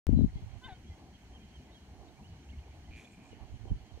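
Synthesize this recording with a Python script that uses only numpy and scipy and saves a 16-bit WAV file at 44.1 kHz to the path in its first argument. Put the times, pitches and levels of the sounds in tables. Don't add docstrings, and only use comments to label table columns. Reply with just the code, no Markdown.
import sys
import numpy as np
from scipy import signal
from scipy.fft import rfft, irfft
from scipy.io import wavfile
from scipy.ndimage import uniform_filter1d

SR = 44100
rng = np.random.default_rng(int(sys.argv[2]) if len(sys.argv) > 2 else 0)


def volts_from_decibels(level):
    exponent = np.asarray(level, float) / 20
    return 10 ** exponent


def waveform_to_disk(signal):
    frames = np.transpose(np.atleast_2d(signal))
    scaled = np.clip(frames, -1, 1) * 32767
    samples = np.round(scaled).astype(np.int16)
    wavfile.write(sys.argv[1], SR, samples)


N = 176400
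PORT_LAG_S = .0001


def rms_one(x):
    return x / np.sqrt(np.mean(x ** 2) + 1e-20)


def in_time(rows):
    s, *columns = np.transpose(rows)
    return [np.interp(np.arange(N) / SR, s, c) for c in columns]


def hump(start, length, edge):
    u = (np.arange(N) / SR - start) / length
    return np.sin(np.pi / 2 * np.clip(np.minimum(u, 1 - u) / edge, 0, 1)) ** 2


def drift(rate):
    r = np.exp(-80 * np.pi * rate / SR)
    chance = rng.standard_normal(N // 40 + 2002)
    slow = signal.lfilter([1], [1, -2 * r, r * r], chance)[2000:]
    return np.interp(np.arange(N) / 40, np.arange(len(slow)), rms_one(slow))


def band(x, lo_hz, hi_hz, order=2):
    return signal.sosfilt(signal.butter(order, [lo_hz, hi_hz], "band", fs=SR, output="sos"), x)


def steady(v, size):
    return v / np.sqrt(uniform_filter1d(v ** 2, size=size) + 1e-9)


def ring(clicks, modes):
    out = 0
    for hz, db, t60 in modes:
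        r, w = volts_from_decibels(-60 / (t60 * SR)), 2 * np.pi * hz / SR
        tone = signal.lfilter([0, np.sin(w)], [1, -2 * r * np.cos(w), r * r], clicks + 1e-18)
        out = out + volts_from_decibels(db) * tone
    return out


def place(x, pan_db, lag_s):
    hz = np.arange(N // 2 + 1) * SR / N
    late = irfft(rfft(x) * np.exp(-2j * np.pi * hz * lag_s), N)
    return np.array([late * volts_from_decibels(pan_db / 2), x * volts_from_decibels(-pan_db / 2)])


def coloured(points, alike, pan_db, patchy_db, count=4):
    hz = np.arange(N // 2 + 1) * SR / N + 1e-9
    f, db = np.transpose(points)
    place_in = np.interp(np.log(hz), np.log(f[[0, -1]]), [0, count - 1])
    colour = volts_from_decibels(np.interp(np.log(hz), np.log(f), db)) * (hz > f[0]) * (hz < f[-1])
    white = rfft(rng.standard_normal((3, N))) * colour
    out, together = 0, drift(7.7)
    for k in range(count):
        share = np.sqrt(np.clip(1 - abs(place_in - k), 0, 1))
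        shared, *own = irfft(white * share, N)
        both = np.sqrt(alike) * place(shared, 0, PORT_LAG_S) + np.sqrt(1 - alike) * np.array(own)
        out = out + both * volts_from_decibels(patchy_db * (0.12 * together + drift(8.1)))
    return rms_one(out) * volts_from_decibels(np.array([[pan_db / 2], [-pan_db / 2]]))


def lake_air():
    # (time [s], level [dB])
    rumble_levels = [(.76, -60.5), (.9, -45.5), (.99, -60.5), (1.25, -53.5), (1.7, -54), (1.8, -63),
                     (1.92, -47.5), (2.05, -53), (2.2, -62), (2.32, -47.5), (2.43, -57), (2.57, -42),
                     (2.64, -53), (2.94, -48.5), (3.04, -66), (3.3, -60.5)]
    # (pitch [Hz], level [dB per Hz])
    rumble_colour = [(18, -17), (47, -6.5), (65, 4.5), (90, -4.5), (124, -18), (170, -13)]
    hum_colour = [(90, -9.5), (120, -4), (172, -6.5), (204, -3.5), (296, -9.5), (555, -20.5), (750, -14.5),
                  (1250, -28)]
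    air_colour = [(1200, -3.5), (1790, 0), (2200, 1.5), (2650, -3), (3100, 3.5), (3620, -8), (4300, -1.5),
                  (5100, -11)]
    hiss_colour = [(5000, -3.5), (6400, -1.7), (7400, -7), (8800, -11.5), (10100, -14.5), (15750, -18.5)]
    # (time [s], length [s], depth [dB])
    mutes = [
        (0.38, 0.27, -37),
        (1.943, 0.25, -25),
        (3.237, 0.48, -21),
        (3.83, 0.2, -38),
    ]
    rumble_db, = in_time(rumble_levels)
    rumble = coloured(rumble_colour, alike=0.98, pan_db=0, patchy_db=7.5, count=2)
    air = volts_from_decibels(rumble_db) * steady(rumble, size=6000)
    air = air + volts_from_decibels(-57.5) * coloured(hum_colour, alike=0.9, pan_db=1.5, patchy_db=3.0)
    air = air + volts_from_decibels(-67.5) * coloured(air_colour, alike=0.28, pan_db=-3.0, patchy_db=1.54)
    air = air + volts_from_decibels(-74) * coloured(hiss_colour, alike=0.24, pan_db=-0.3, patchy_db=-0.9)
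    bass = signal.sosfiltfilt(signal.butter(3, 230, fs=SR, output="sos"), air[0])
    mute = volts_from_decibels(sum(db * hump(s, n, 0.021) for s, n, db in mutes))
    return air + np.array([bass * (mute - 1), 0 * bass])


def gusts(rows, top_db):
    level = np.sqrt(sum((volts_from_decibels(db) * hump(s, n, 0.19)) ** 2 for s, n, db in rows)) + 1e-6
    low = steady(band(rng.standard_normal(N), 44.4, 103.8, order=3), size=1800)
    high = steady(band(rng.standard_normal(N), 114.7, 244.4, order=3), size=1150)
    brightness = volts_from_decibels(top_db + 4.57 * drift(41.0)) * (level / volts_from_decibels(-20.5)) ** 0.62
    return level * (low + brightness * high)


def wind():
    # (time [s], length [s], level [dB])
    left_gusts = [(.069, 0.076, -21.5), (.12, 0.052, -19.5), (.16, 0.052, -22), (.2, 0.072, -22),
                  (.27, 0.063, -43.5), (.355, 0.022, -31.5), (.42, 0.032, -39.5), (.65, .05, -46),
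                  (.72, 0.024, -44), (3.525, 0.0303, -42.5), (3.7, 0.053, -36.5), (3.74, 0.028, -39),
                  (3.8, 0.053, -57.5)]
    right_gusts = [(.069, 0.058, -40), (.13, 0.058, -29.5), (.21, 0.05, -31), (.25, 0.05, -33.5),
                   (.31, 0.11, -41), (.42, 0.1, -41.5), (.51, .1, -42.5), (1.96, 0.37, -63),
                   (3.3, 0.1, -52.5), (3.4, 0.067, -42.5), (3.48, 0.11, -45), (3.58, 0.17, -42.5),
                   (3.7, 0.043, -26.5), (3.74, 0.05, -40), (3.8, 0.046, -44), (3.91, 0.084, -44)]
    return np.array([gusts(left_gusts, -6.5), gusts(right_gusts, -9.5)])


def knocks(rows, cycles, soft):
    out = np.zeros((2, N))
    for s, db, hz, pan_db in rows:
        click = np.zeros(N)
        click[int(s * SR)] = volts_from_decibels(db)
        tone = ring(click, [(hz, 0, cycles / hz)])
        dull = signal.sosfilt(signal.butter(2, soft * hz, fs=SR, output="sos"), tone)
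        out += place(dull, pan_db, 0) * volts_from_decibels(-abs(pan_db) / 2)
    return out


def thuds():
    # (time [s], peak [dB], pitch [Hz], left-right difference [dB])
    port_thuds = [
        (.0915, -9, 264, 26),
        (.145, -26, 240, 12),
        (.19, -9.5, 240, 35),
        (.209, -18.5, 334, 34),
        (3.54, -30, 110, -7),
        (3.712, -25.5, 193, 0.5),
    ]
    return knocks(port_thuds, cycles=5.8, soft=2.17)


def whistles(notes, bend):
    out, wobble = np.zeros(N + SR), np.r_[drift(70), np.zeros(SR)]
    for s, length, first_hz, last_hz, db in notes:
        i, u = int(s * SR), np.linspace(0, 1, int(length * SR))
        w = wobble[i:i + len(u)]
        hz = (first_hz + (last_hz - first_hz) * u ** bend) * (1 + 0.0025 * w)
        loudness = volts_from_decibels(db + 13.5 + 1.9 * w) * np.sin(np.pi * u) ** 0.34
        out[i:i + len(u)] += loudness * np.sin(2 * np.pi * np.cumsum(hz) / SR)
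    return out[:N]


def songbirds():
    # (time [s], length [s], first pitch [Hz], last pitch [Hz], level [dB])
    falling_notes = [
        (.215, 0.015, 3860, 3570, -79),
        (.4, 0.043, 3400, 3200, -88),
        (.9, 0.052, 3300, 3120, -85),
        (1.135, 0.035, 3260, 2740, -75.5),
        (1.33, 0.053, 3185, 2660, -73.5),
        (1.535, 0.046, 3190, 2710, -75),
        (1.745, 0.043, 3290, 2720, -73),
        (3.68, 0.034, 3100, 2950, -76.5),
        (3.885, 0.028, 3200, 3000, -81),
    ]
    rising_notes = [
        (.36, 0.046, 3170, 3360, -82),
        (.86, 0.042, 3100, 3380, -77.5),
        (1.71, 0.05, 3420, 3850, -82),
    ]
    straight_notes = [(.16, 0.056, 4070, 3840, -76), (.205, .02, 3060, 3150, -91),
                      (.35, 0.055, 2090, 2070, -83), (.745, 0.023, 3190, 3090, -77),
                      (.9, 0.048, 2064, 2035, -77.5), (2.08, .015, 3720, 3760, -79),
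                      (2.16, 0.033, 2170, 2420, -81), (2.29, 0.068, 2950, 2880, -83),
                      (1.59, .03, 2950, 2900, -84), (1.405, 0.022, 2520, 2400, -80.5),
                      (1.43, .05, 3250, 3010, -84), (1.42, 0.045, 2060, 2090, -86),
                      (1.61, .03, 2500, 2400, -84), (2.43, .015, 3750, 3800, -84),
                      (2.44, 0.029, 2200, 2530, -87), (2.512, 0.011, 2920, 2700, -80),
                      (2.875, 0.034, 2020, 2030, -83), (3.045, 0.022, 3370, 3540, -76),
                      (1.4, 0.041, 3190, 3200, -82), (1.67, 0.041, 2036, 1990, -83),
                      (2.225, 0.048, 2550, 3170, -77.5), (2.265, 0.042, 3200, 6500, -83),
                      (2.488, 0.018, 2500, 3360, -71), (2.525, 0.026, 2200, 2120, -77.5),
                      (2.583, 0.013, 2610, 3400, -75), (2.63, 0.013, 2570, 2280, -77),
                      (2.71, 0.02, 2440, 2300, -77), (2.845, 0.025, 2950, 3200, -78),
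                      (3.045, 0.024, 2340, 2490, -75), (3.315, 0.032, 2940, 2820, -78),
                      (3.935, .012, 4400, 3350, -77)]
    # (delay [s], level [dB])
    shore_echoes = [
        (.064, -12),
    ]
    far = whistles(falling_notes, bend=4.7) + whistles(rising_notes, bend=0.41)
    far = far + whistles(straight_notes, bend=1.0)
    return far + sum(volts_from_decibels(db) * np.roll(far, int(s * SR)) for s, db in shore_echoes)


def reeds():
    # (time [s], length [s], level [dB])
    rustles = [
        (2.945, .125, -65.5),
        (.6, .1, -77),
    ]
    dull_scuff = (0.276, .035, -69.5)
    grains = rng.standard_normal(N) * volts_from_decibels(1.7 * drift(150))
    tone = band(grains, 1600, 4600) + volts_from_decibels(-3) * band(grains, 4600, 7600)
    tone = tone + volts_from_decibels(-13) * band(grains, 7600, 10500)
    start_s, length_s, scuff_db = dull_scuff
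    scuff = rms_one(band(grains, 1800, 2200)) * volts_from_decibels(scuff_db) * hump(start_s, length_s, 0.34)
    return scuff + rms_one(tone) * sum(volts_from_decibels(db) * hump(s, n, 0.2) for s, n, db in rustles)


def waterbird():
    # (time [s], pitch [Hz], level [dB], brightness [dB])
    call = [
        (.612, 490, -50, -30),
        (0.628, 510, -56, -17),
        (0.64, 502, -52, 4.5),
        (0.657, 520, -50.5, 2),
        (0.667, 519, -48.5, -9),
        (0.683, 450, -52, -2),
        (0.699, 390, -59, 8.5),
        (0.734, 363, -59, 7.5),
        (0.749, 380, -67, -8),
    ]
    held_partials = [-17, -2, .4, -5, -19, -.5, .5, -19, -18]
    breaking_partials = [-12, -5, -14, -0.5, -4, -7, -7, -13]
    dropped_partials = [-17, .5, -28, -16, -30, -23, -32, -30, -28, -23]
    held_hz, dropped_hz = 508, 398
    hz, db, bright_db = in_time(call)
    phase = 2 * np.pi * np.cumsum(hz * (1 + 0.0029 * drift(55))) / SR
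    high = np.clip((hz - dropped_hz) / (held_hz - dropped_hz), 0, 1)
    partial = []
    for k in range(10):
        partial_db = np.sqrt(k + 1) * drift(46) + bright_db * np.clip((k - 1) / 3, 0, 1)
        partial.append(volts_from_decibels(partial_db) * np.sin((k + 1) * phase))
    held = sum(volts_from_decibels(d) * p for d, p in zip(held_partials, partial))
    breaking = sum(volts_from_decibels(d) * p for d, p in zip(breaking_partials, partial))
    breaking = breaking * (1 + .6 * drift(150))
    dropped = sum(volts_from_decibels(d + 12.5) * p for d, p in zip(dropped_partials, partial))
    falling = np.arange(N) / SR > call[3][0]
    gate = hump(call[0][0], call[-1][0] - call[0][0], 0.04)
    blend = high ** 5.5 * held + falling * 3.3 * high * (1 - high) * breaking
    blend = blend + (1 - high) ** 2 * dropped
    voice = volts_from_decibels(db - 4) * gate * blend
    echo_s = .02
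    echo = np.roll(voice, int(echo_s * SR)) + .6 * np.roll(voice, int(1.2 * echo_s * SR))
    return voice + volts_from_decibels(-8) * band(echo, 1300, 3300)


def croak():
    # (time [s], level [dB])
    effort = [
        (2.905, -69),
        (2.93, -66),
        (2.98, -63),
        (3.045, -73),
    ]
    # (pitch [Hz], level [dB], time to die away [s])
    throat = [
        (2400, -8, .015),
        (1750, -26, .008),
    ]
    start_s, pulses_per_s, ragged_s = 2.9095, 117, 2.99
    trail_start_s, trail_s, trail_per_s = 3.03, .34, 700
    s = start_s + np.arange(15) / pulses_per_s
    chance = rng.standard_normal((15, 2))
    s = s + chance[:, 0] * np.where(s > ragged_s, .0025, .0004)
    clicks = np.zeros(N)
    clicks[(s * SR).astype(int)] = volts_from_decibels(2.0 * chance[:, 1])
    db, = in_time(effort)
    trail_db = -80 - 5 * np.clip((np.arange(N) / SR - trail_start_s) / trail_s, 0, 1)
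    trail = (rng.random(N) < trail_per_s / SR) * rng.standard_normal(N)
    trail = trail * hump(trail_start_s, trail_s, 0.077)
    pulses = clicks * volts_from_decibels(db + 0.5) + trail * volts_from_decibels(trail_db)
    return ring(band(pulses, 1730, 3200) * 20, throat)


def buzz():
    # (time [s], length [s], level [dB])
    buzzes = [
        (3.05, .12, -75.5),
        (3.215, .12, -76.5),
    ]
    # (pitch [Hz], level [dB], time to die away [s])
    buzz_body = [
        (7240, -14, 0.005),
        (8400, -13, 0.003),
    ]
    clicks = (rng.random(N) < .15) * rng.standard_normal(N)
    throb = .6 + .4 * np.sin(2 * np.pi * 110 * np.arange(N) / SR + 7.2 * drift(35))
    tone = rms_one(ring(clicks * throb, buzz_body)) + 0.51 * rms_one(clicks * throb)
    level = sum(volts_from_decibels(db) * hump(s, n, 0.19) for s, n, db in buzzes)
    return rms_one(band(tone, 6600, 10000)) * level


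def plops():
    # (time [s], peak [dB], pitch [Hz], left-right difference [dB])
    water_plops = [
        (3.33, -37, 438, 24),
        (3.655, -36, 378, 36),
        (3.975, -39, 465, 31),
    ]
    return knocks(water_plops, cycles=10.0, soft=7.3)


def scene():
    weather = lake_air() + wind() + thuds()
    birds = place(songbirds(), -5.5, PORT_LAG_S) + place(waterbird(), 1.5, .00005)
    shore = place(reeds() + buzz(), 1.5, .00002) + place(croak(), -3.5, .00005)
    return weather + birds + shore + plops()


def top_cut(x):
    return signal.sosfilt(signal.butter(12, 16700, fs=SR, output="sos"), x)


def record(dry):
    start_s = .0687
    since_start = np.maximum(np.arange(N) / SR - start_s, 0)
    jolt = np.array([[-.06], [-.015]]) * np.exp(-since_start / 0.0062)
    mix = (dry + jolt) * (np.arange(N) >= start_s * SR)
    return top_cut(mix)


dry = scene()
out = record(dry)
waveform_to_disk(out)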